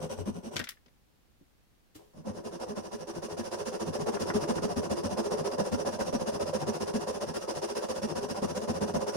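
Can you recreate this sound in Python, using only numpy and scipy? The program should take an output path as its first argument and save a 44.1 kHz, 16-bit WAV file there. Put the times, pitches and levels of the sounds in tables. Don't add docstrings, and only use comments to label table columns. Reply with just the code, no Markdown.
import sys
import numpy as np
from scipy import signal
from scipy.fft import rfft, irfft, next_fast_len
from scipy.io import wavfile

SR = 44100
rng = np.random.default_rng(int(sys.argv[2]) if len(sys.argv) > 2 else 0)


def store_pcm(level_fs):
    pcm = np.round(np.clip(level_fs, -1, 1) * 32767).astype(np.int16)
    wavfile.write(sys.argv[1], SR, np.atleast_2d(pcm).T)


N = 403956

# (frequency [Hz], bandwidth [Hz], left [dB], right [dB])
BENCH_MODES = [(35, 60, -18, -17), (94.5, 14.5, -1.5, -6), (161.3, 45, -8, -11), (237, 56, -4, -3.5)]
WOOD_MODES = [(344, 30, -1, -.5), (414.7, 20.7, -1, 0.5), (512.6, 30, -4.5, -1), (570, 55, -5.5, -1.5),
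              (616, 50, -8.5, -28), (717.5, 51, -6.5, -40), (782, 30, -17.5, -17), (885, 43, -12, -14),
              (967.4, 40, -9.5, -7), (1043, 65, -15.5, -16.5)]


def amp(db):
    return 10 ** (np.asarray(db) / 20)


def unit(x):
    return x / np.sqrt(np.mean(x ** 2) + 1e-20)


def along(points, hz):
    point_hz, values = np.transpose(points)
    return np.interp(np.log(hz + 1), np.log(point_hz + 1), values)


def grid(size=4096):
    return np.fft.rfftfreq(size, 1 / SR) + 1


def resonances(modes):
    hz = grid()
    power = 0
    for mode_hz, width_hz, left_db, right_db in modes:
        detuning = (hz * hz - mode_hz * mode_hz) / (hz * width_hz)
        power = power + amp([[left_db], [right_db]]) ** 2 / (1 + detuning ** 2)
    return np.sqrt(power)


def below(edge_hz, order=4):
    return 1 / np.sqrt(1 + (grid() / edge_hz) ** (2 * order))


def ring(gain):
    cepstrum = irfft(np.log(np.maximum(gain / gain.max(), 1e-6)))
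    half = cepstrum.shape[-1] // 2
    fold = np.r_[1, np.full(half - 1, 2), 1, np.zeros(half - 1)]
    response = np.atleast_2d(irfft(np.exp(rfft(cepstrum * fold))))
    return response / np.sqrt(np.mean(np.sum(response ** 2, axis=1)))


def convolve(x, response):
    return signal.fftconvolve(np.atleast_2d(x), response, axes=1)


def sing(x, hz, width_hz, gain):
    return x + gain * signal.lfilter(*signal.iirpeak(hz, hz / width_hz, SR), x)


def echoes(t60, seconds):
    t = np.arange(int(seconds * SR)) / SR
    tail = rng.standard_normal((2, len(t))) * amp(-60 * t / t60)
    return tail / np.linalg.norm(tail, axis=1, keepdims=True)


def diffuser(t60):
    spectrum = rfft(echoes(t60, seconds=.04), 4096)
    flattened = spectrum / np.abs(spectrum) ** .8
    return np.roll(irfft(flattened), 64, axis=1)[:, :2048]


def add(track, s, sound):
    start = max(round(s * SR), 0)
    track[:, start:start + sound.shape[1]] += sound[:, :max(N - start, 0)]


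def follow(curve, s):
    times, *columns = np.transpose(curve)
    return np.array([np.interp(s, times, column) for column in columns])


def room_tone(db):
    # (frequency [Hz], level [dB])
    room_spectrum = [(15, -14), (28, -8), (55, -4), (120, -11.5), (220, -12), (400, -19), (1000, -25.5),
                     (4500, -31.5), (8000, -36), (15800, -36.5)]
    colour = amp(along(room_spectrum, np.fft.rfftfreq(N, 1 / SR)))
    noise = rng.standard_normal((2, N))
    return amp(db) * unit(irfft(rfft(noise) * colour, N))


def strokes(pace, levels, favoured):
    # (fastest part of stroke [0-1], hardest part of stroke [0-1], top rate of tooth blows [Hz])
    gesture = [(.43, .55, 184.8), (.49, .53, 221.2)]
    stray = [(.12, .22), (.03, .1)]
    # (rasp [dB], wood [dB], bench [dB])
    return_offset_db = (-3, -2.5, -3)
    # (rasp [dB], wood [dB], bench [dB])
    stroke_scatter_db = (.6, 1, 2)
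    # (time [s], bench offset [dB], tooth rate [Hz], wood offset [dB], favoured ring [Hz])
    standout_strokes = [(.04, 1, 160.7, 0.5, 510), (.2, 3, 91.2, 1, 419), (2.7, 7, 225.6, 2.5, 414),
                        (2.78, 5, 214, 0, 344), (3.17, 6.5, 165.6, 1, 353), (3.39, 8, 227.8, -1.5, 340),
                        (3.88, 9, 165.6, -0.5, 385), (4.02, 5.5, 162.4, 0.5, 415), (4.36, 6, 225.7, 1, 413),
                        (4.5, 5.5, 225.7, 0.5, 412), (4.64, 4, 220.7, 0.5, 440), (4.92, 4.5, 210.2, 1, 350),
                        (5.06, 4.5, 212, -2, 563), (5.12, 5, 203.5, -1, 734), (5.19, 5, 220.6, 1, 352),
                        (5.26, -3, 210.4, 1.5, 414), (5.33, 0, 210, 1, 414), (5.4, 4, 162, 1, 410),
                        (5.47, -6, 205.3, 0, 415), (5.6, 5.5, 203.2, 2.5, 560), (5.74, 9, 228.3, -2.5, 540),
                        (5.87, -0.5, 240.6, 0.5, 516), (6.15, 6.5, 225, 0, 550), (6.69, 5.5, 223.4, 1, 403),
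                        (6.96, 11, 226, -0.5, 420), (7.09, 1, 221, 1.5, 513), (7.29, 8.5, 161, -1.5, 950),
                        (8.04, 7.5, 221.5, -0.5, 520), (8.44, 6.5, 215, 2, 410), (8.7, 8, 228.4, 0, 344),
                        (8.83, 8, 213.3, 1.5, 420), (8.96, 9, 220, 1.5, 570)]

    times, numbers = np.transpose(pace)
    count = np.arange(round(numbers[0]), round(numbers[-1]) + 1)
    turns = np.interp(count, numbers, times)
    chances = rng.standard_normal((len(count), 5))
    wood_hz = np.array([mode[0] for mode in WOOD_MODES])
    rows = []
    for number, start, end, chance in zip(count, turns, turns[1:], chances):
        cutting, middle = number % 2, (start + end) / 2
        fastest, hardest, tooth_hz = gesture[cutting]
        nominal_hz = np.array([tooth_hz, *follow(favoured, middle)])
        tooth_hz, wanted_hz = nominal_hz * np.exp(chance[:2] * stray[cutting])
        ring_hz = wood_hz[np.argmin(np.abs(wood_hz - wanted_hz))]
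        extra_db = chance[2:] * stroke_scatter_db
        for s, bench_db, own_tooth_hz, wood_db, own_ring_hz in standout_strokes:
            if start <= s < end:
                tooth_hz, ring_hz, extra_db = own_tooth_hz, own_ring_hz, (0, wood_db, bench_db)
        layers_db = follow(levels, middle) + (1 - cutting) * np.array(return_offset_db) + extra_db
        rows.append((cutting, (start, end - start, fastest, hardest, tooth_hz, ring_hz, *layers_db)))
    return rows


def bite(part, middle, cutting):
    # (part of stroke [0-1], return [dB], cut [dB])
    grip_curve = [(0, -5.5, -22), (.125, -7.5, -12.5), (.195, -3, -4), (.4, 1, 0.5), (.6, 1, 0.1),
                  (.75, -3.5, -5.5), (.87, -9.5, -11.5), (1, -13.5, -18)]
    where, *bite_db = np.transpose(grip_curve)
    lean = np.clip(1.54 * (middle - (.5 if cutting else .47)), -.3, .3)
    skewed_part = part - lean * np.sin(np.pi * part)
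    return amp(np.interp(skewed_part, where, bite_db[cutting]))


def teeth(part, top_hz, jitter, scatter_db):
    speed = .45 + .55 * np.sin(np.pi * part)
    unsteady = np.interp(part, np.linspace(0, 1, num=10), rng.standard_normal(10))
    rate_hz = top_hz * speed * np.exp(jitter * unsteady)
    turns = np.cumsum(rate_hz) / SR + rng.random()
    passing = np.diff(np.floor(turns), prepend=0) > 0
    strength = amp(scatter_db * rng.standard_normal(len(part)))
    return unit(passing * strength), turns % 1


def grit(size, rate, spread_db):
    torn = rng.random(size) < rate / SR
    ticks = torn * amp(spread_db * np.clip(rng.standard_normal(size), -2, 2))
    return unit(ticks * rng.standard_normal((2, size)))


def stroke(row, cutting, bodies):
    _, length, fastest, hardest, tooth_hz, ring_hz, *levels = row
    size = int(length * SR)
    part = np.arange(size) / size
    speed, force = bite(part, fastest, cutting), bite(part, hardest, cutting)
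    blows, phase = teeth(part, tooth_hz, jitter=.07, scatter_db=3.5)
    blows = np.array([blows, np.imag(signal.hilbert(blows))])
    tearing = unit(1 + 0.59 * np.exp(-phase / .3))
    thump = force ** 1.03 * (0.66 * blows + 0.86 * grit(size, rate=900, spread_db=3.5))
    chatter = (force * speed) ** 0.37 * (0.37 * blows + grit(size, rate=2600, spread_db=2.5))
    fibres = grit(size, rate=5000, spread_db=2) + 0.76 * rng.standard_normal((2, size))
    rasp = speed ** 1.136 * tearing * fibres
    frame, wood, bench = bodies
    rasp, chatter, thump = convolve(rasp, frame), convolve(chatter, wood), convolve(thump, bench)
    chatter = sing(chatter, ring_hz, width_hz=43.0, gain=1.19)
    thump = sing(thump, tooth_hz, width_hz=35.0, gain=1.62)
    rasp = sing(rasp, rng.uniform(4910, 7070), width_hz=160, gain=0.78)
    rasp = sing(rasp, rng.uniform(8580, 9800), width_hz=220, gain=0.96)
    rasp = sing(rasp, rng.uniform(938, 1708), width_hz=28, gain=1.8)
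    layers = rasp, chatter, thump
    return [amp(db) * x * np.sqrt(2 * size / np.sum(x ** 2)) for db, x in zip(levels, layers)]


def sawing(passes, rasp_colour, frame_modes, rasp_db, wood_db, bench_db):
    plain_rasp = amp(along(rasp_colour, grid()))
    frame = ring(plain_rasp * np.sqrt(1 + resonances(frame_modes) ** 2))
    wood = ring(resonances(WOOD_MODES) * below(1690) * (1 - below(263)))
    bench = ring(resonances(BENCH_MODES) * below(328))
    bodies = convolve(frame, diffuser(t60=0.027)), wood, bench
    track = np.zeros((2, N))
    for cutting, row in passes:
        for db, sound in zip((rasp_db, wood_db, bench_db), stroke(row, cutting, bodies)):
            add(track, row[0], amp(db) * sound)
    return track


def snaps(rise, t60, knock_t60, ring_db):
    # (time [s], crack [dB], treble roll-off [Hz], knock [dB])
    snap_events = [(0.5574, -39.5, 9000, -34.5), (0.5639, -28.5, 7000, -40), (.578, -39, 6000, -55),
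                   (0.5913, -34.5, 11000, -40), (0.597, -32, 2600, -36.5), (.612, -39.5, 3000, -38.5),
                   (.639, -38.5, 8000, -59), (0.67, -39, 2840, -60), (.688, -34.5, 18000, -68),
                   (.705, -48, 14000, -73), (.716, -51.5, 3000, -70), (.7692, -61, 2200, -80),
                   (0.8594, -61, 6000, -61), (.88, -67, 4000, -66)]
    # (frequency [Hz], level [dB])
    splinter_spectrum = [(500, -35), (1100, -8.5), (1500, -1.5), (1950, 2.5), (2700, -5), (3500, -1.5),
                         (4100, -5), (5100, -1.5), (7500, -8), (11000, -6.5), (15800, -9)]
    track, t = np.zeros((2, N)), np.arange(SR // 8) / SR
    body = ring(np.hypot(resonances(WOOD_MODES), 2.0 * resonances(BENCH_MODES)) * below(1500))
    decay = amp(-60 * np.maximum(t - rise, 0) / t60)
    lingering = amp(ring_db - 60 * t / 0.13)
    burst = np.minimum(t / rise, 1) * (decay + lingering)
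    for s, db, dull_hz, knock_db in snap_events:
        colour = ring(amp(along(splinter_spectrum, grid())) * below(dull_hz, order=3))
        crack = convolve(burst * rng.standard_normal((2, len(t))), colour)
        add(track, s, amp(db) * crack)
        knock = convolve(amp(-60 * t / knock_t60) * rng.standard_normal((2, len(t))), body)
        add(track, s, amp(knock_db + 1.0) * knock)
    return track


def bump(s, db, pitch_hz, t60):
    track, t = np.zeros((2, N)), np.arange(SR // 6) / SR
    push = np.minimum(t / 0.0072, 1) * amp(-60 * t / t60) * rng.standard_normal((2, len(t)))
    body = ring(resonances([(148, 70, 0, -2), (pitch_hz, 60, 0, 0)]) * below(540))
    add(track, s, amp(db) * convolve(push, body))
    return track


def scuff(s, db, t60, dull_hz):
    track, t = np.zeros((2, N)), np.arange(SR // 4) / SR
    early = amp(-60 * np.maximum(t - .02, 0) / t60)
    late = amp(-9 - 60 * t / 1.0)
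    hiss = np.minimum(t / .012, 1) * (early + late) * rng.standard_normal((2, len(t)))
    add(track, s, amp(db) * convolve(hiss, ring(below(dull_hz, order=1))))
    return track


def drag(s, db, t60, pitch_hz):
    track, t = np.zeros((2, N)), np.arange(SR // 4) / SR
    rub = np.minimum(t / 0.026, 1) * amp(-60 * t / t60) * grit(len(t), rate=2600, spread_db=2.5)
    body = ring(resonances(WOOD_MODES) * below(1500))
    add(track, s, amp(db) * sing(convolve(rub, body), pitch_hz, width_hz=38, gain=1.6))
    return track


def snags(t60, db):
    # (time [s], level [dB])
    snag_events = [(3.605, -43), (4.082, -41), (4.169, -35), (4.301, -27.5), (4.438, -38), (4.582, -34.5),
                   (6.008, -36), (6.631, -41), (8.297, -55), (8.432, -48)]
    track, t = np.zeros((2, N)), np.arange(SR // 20) / SR
    body = ring(resonances([(560, 240, 2, 2.2), (1270, 650, 0.15, 0)]) * below(2000))
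    for s, snag_db in snag_events:
        tick = amp(-60 * t / t60) * rng.standard_normal((2, len(t)))
        add(track, s, amp(db + snag_db) * convolve(tick, body))
    return track


def scene():
    # (time [s], number of the stroke that starts then [1])
    pencil_pace, stick_pace = [(0, 0), (.323, 4), (.509, 6), (.579, 7)], [(2.135, 2), (2.238, 3), (2.427, 5), (3.058, 13),
                                                    (3.358, 17), (3.784, 23), (4.183, 29), (4.748, 37),
                                                    (6.25, 59), (7.327, 75), (7.606, 79), (8.407, 91),
                                                    (9.055, 101), (9.183, 103)]
    # (time [s], rasp [dB], wood [dB], bench [dB])
    pencil_levels, stick_levels = [(.04, -47.5, -35.5, -38), (.13, -49.5, -37.5, -44),
                                   (.28, -53, -40.5, -36.5), (.38, -55, -44, -42.5), (.46, -55, -44, -43.5),
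                                   (.54, -51, -41, -48)], [(2.18, -65.5, -55.5, -47),
                                                          (2.29, -55.5, -42.5, -40.5),
                                                          (2.5, -52, -38.5, -45), (2.76, -49.5, -39, -46),
                                                          (2.96, -51, -39.5, -47), (3.55, -45, -35, -45.5),
                                                          (3.9, -45.5, -33.5, -42.5),
                                                          (4.33, -42, -30.5, -36.5),
                                                          (4.85, -43.7, -33, -39), (5.5, -43.5, -31, -40),
                                                          (6.6, -43.5, -32.5, -38.5),
                                                          (7.4, -44.5, -35, -47), (7.65, -43, -34, -46.5),
                                                          (8.15, -44, -34, -40), (9.1, -44, -32, -41)]
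    # (time [s], frequency [Hz])
    pencil_ring, stick_ring = [(0, 515), (.3, 340)], [(2.3, 450), (3.1, 345), (3.6, 415), (5.5, 415),
                                                    (5.65, 535), (6.5, 535), (6.8, 431), (7.5, 515),
                                                    (9.1, 535)]
    # (frequency [Hz], level [dB])
    pencil_rasp, stick_rasp = [(600, -29), (1050, -11), (1600, -10.5), (2500, -6), (4000, -8.5), (5500, -8),
                               (7000, -12.5), (9300, -9.5), (11000, -15), (12300, -18), (15800, -25)], [(600, -23.5), (1150, 1.5), (1600, -2), (2200, -7.5),
                                                    (3200, -9.5), (4200, -7.5), (5000, -4.5), (5700, -1),
                                                    (6500, -6), (7500, -13), (9300, -9), (10100, -10),
                                                    (11300, -18), (15800, -25.5)]
    # (frequency [Hz], bandwidth [Hz], left [dB], right [dB])
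    pencil_frame, stick_frame = [(1435, 71, 6, 15), (2900, 160, 3, 6), (5960, 220, 3, 14.5),
                                 (8100, 700, 0, 6)], [(1635, 270, 3.5, -14), (2760, 266, 4.5, 8),
                                                       (3454, 48, -15, 7.5), (4900, 270, -17, 7),
                                                       (5330, 120, -13, -10), (5816, 91, -12, 4.5),
                                                       (7000, 170, 2.5, 3.5), (7660, 380, -17, 5),
                                                       (8910, 160, -23, 3.5), (9450, 300, -4.5, -5)]

    pencil = strokes(pencil_pace, pencil_levels, pencil_ring)
    stick = strokes(stick_pace, stick_levels, stick_ring)
    work = sawing(pencil, pencil_rasp, pencil_frame,
                  rasp_db=-0.5, wood_db=-1.3, bench_db=0.0) * amp([[1.3], [-1.5]])
    work += snaps(rise=0.0026, t60=0.036, knock_t60=0.097, ring_db=-13.0) * amp([[1.5], [-1.5]])
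    work += bump(s=1.405, db=-49.5, pitch_hz=300, t60=0.089)
    work += scuff(s=1.944, db=-55.5, t60=0.086, dull_hz=7000)
    work += bump(s=1.95, db=-47, pitch_hz=330, t60=0.14)
    work += drag(s=1.975, db=-52, t60=.35, pitch_hz=413)
    work += sawing(stick, stick_rasp, stick_frame,
                   rasp_db=-0.35, wood_db=-0.36, bench_db=-0.37) * amp([[.15], [-.15]])
    work += snags(t60=0.053, db=2)
    reflected = convolve(work, echoes(t60=0.16, seconds=.25))[:, :N]
    return work + amp(-12) * reflected + room_tone(db=-66)


def record(dry):
    top_hz = 15850
    size = next_fast_len(N + SR // 2)
    passed = np.fft.rfftfreq(size, 1 / SR) < top_hz
    return irfft(rfft(dry, size) * passed, size)[:, :N]


dry = scene()
out = record(dry)
store_pcm(out)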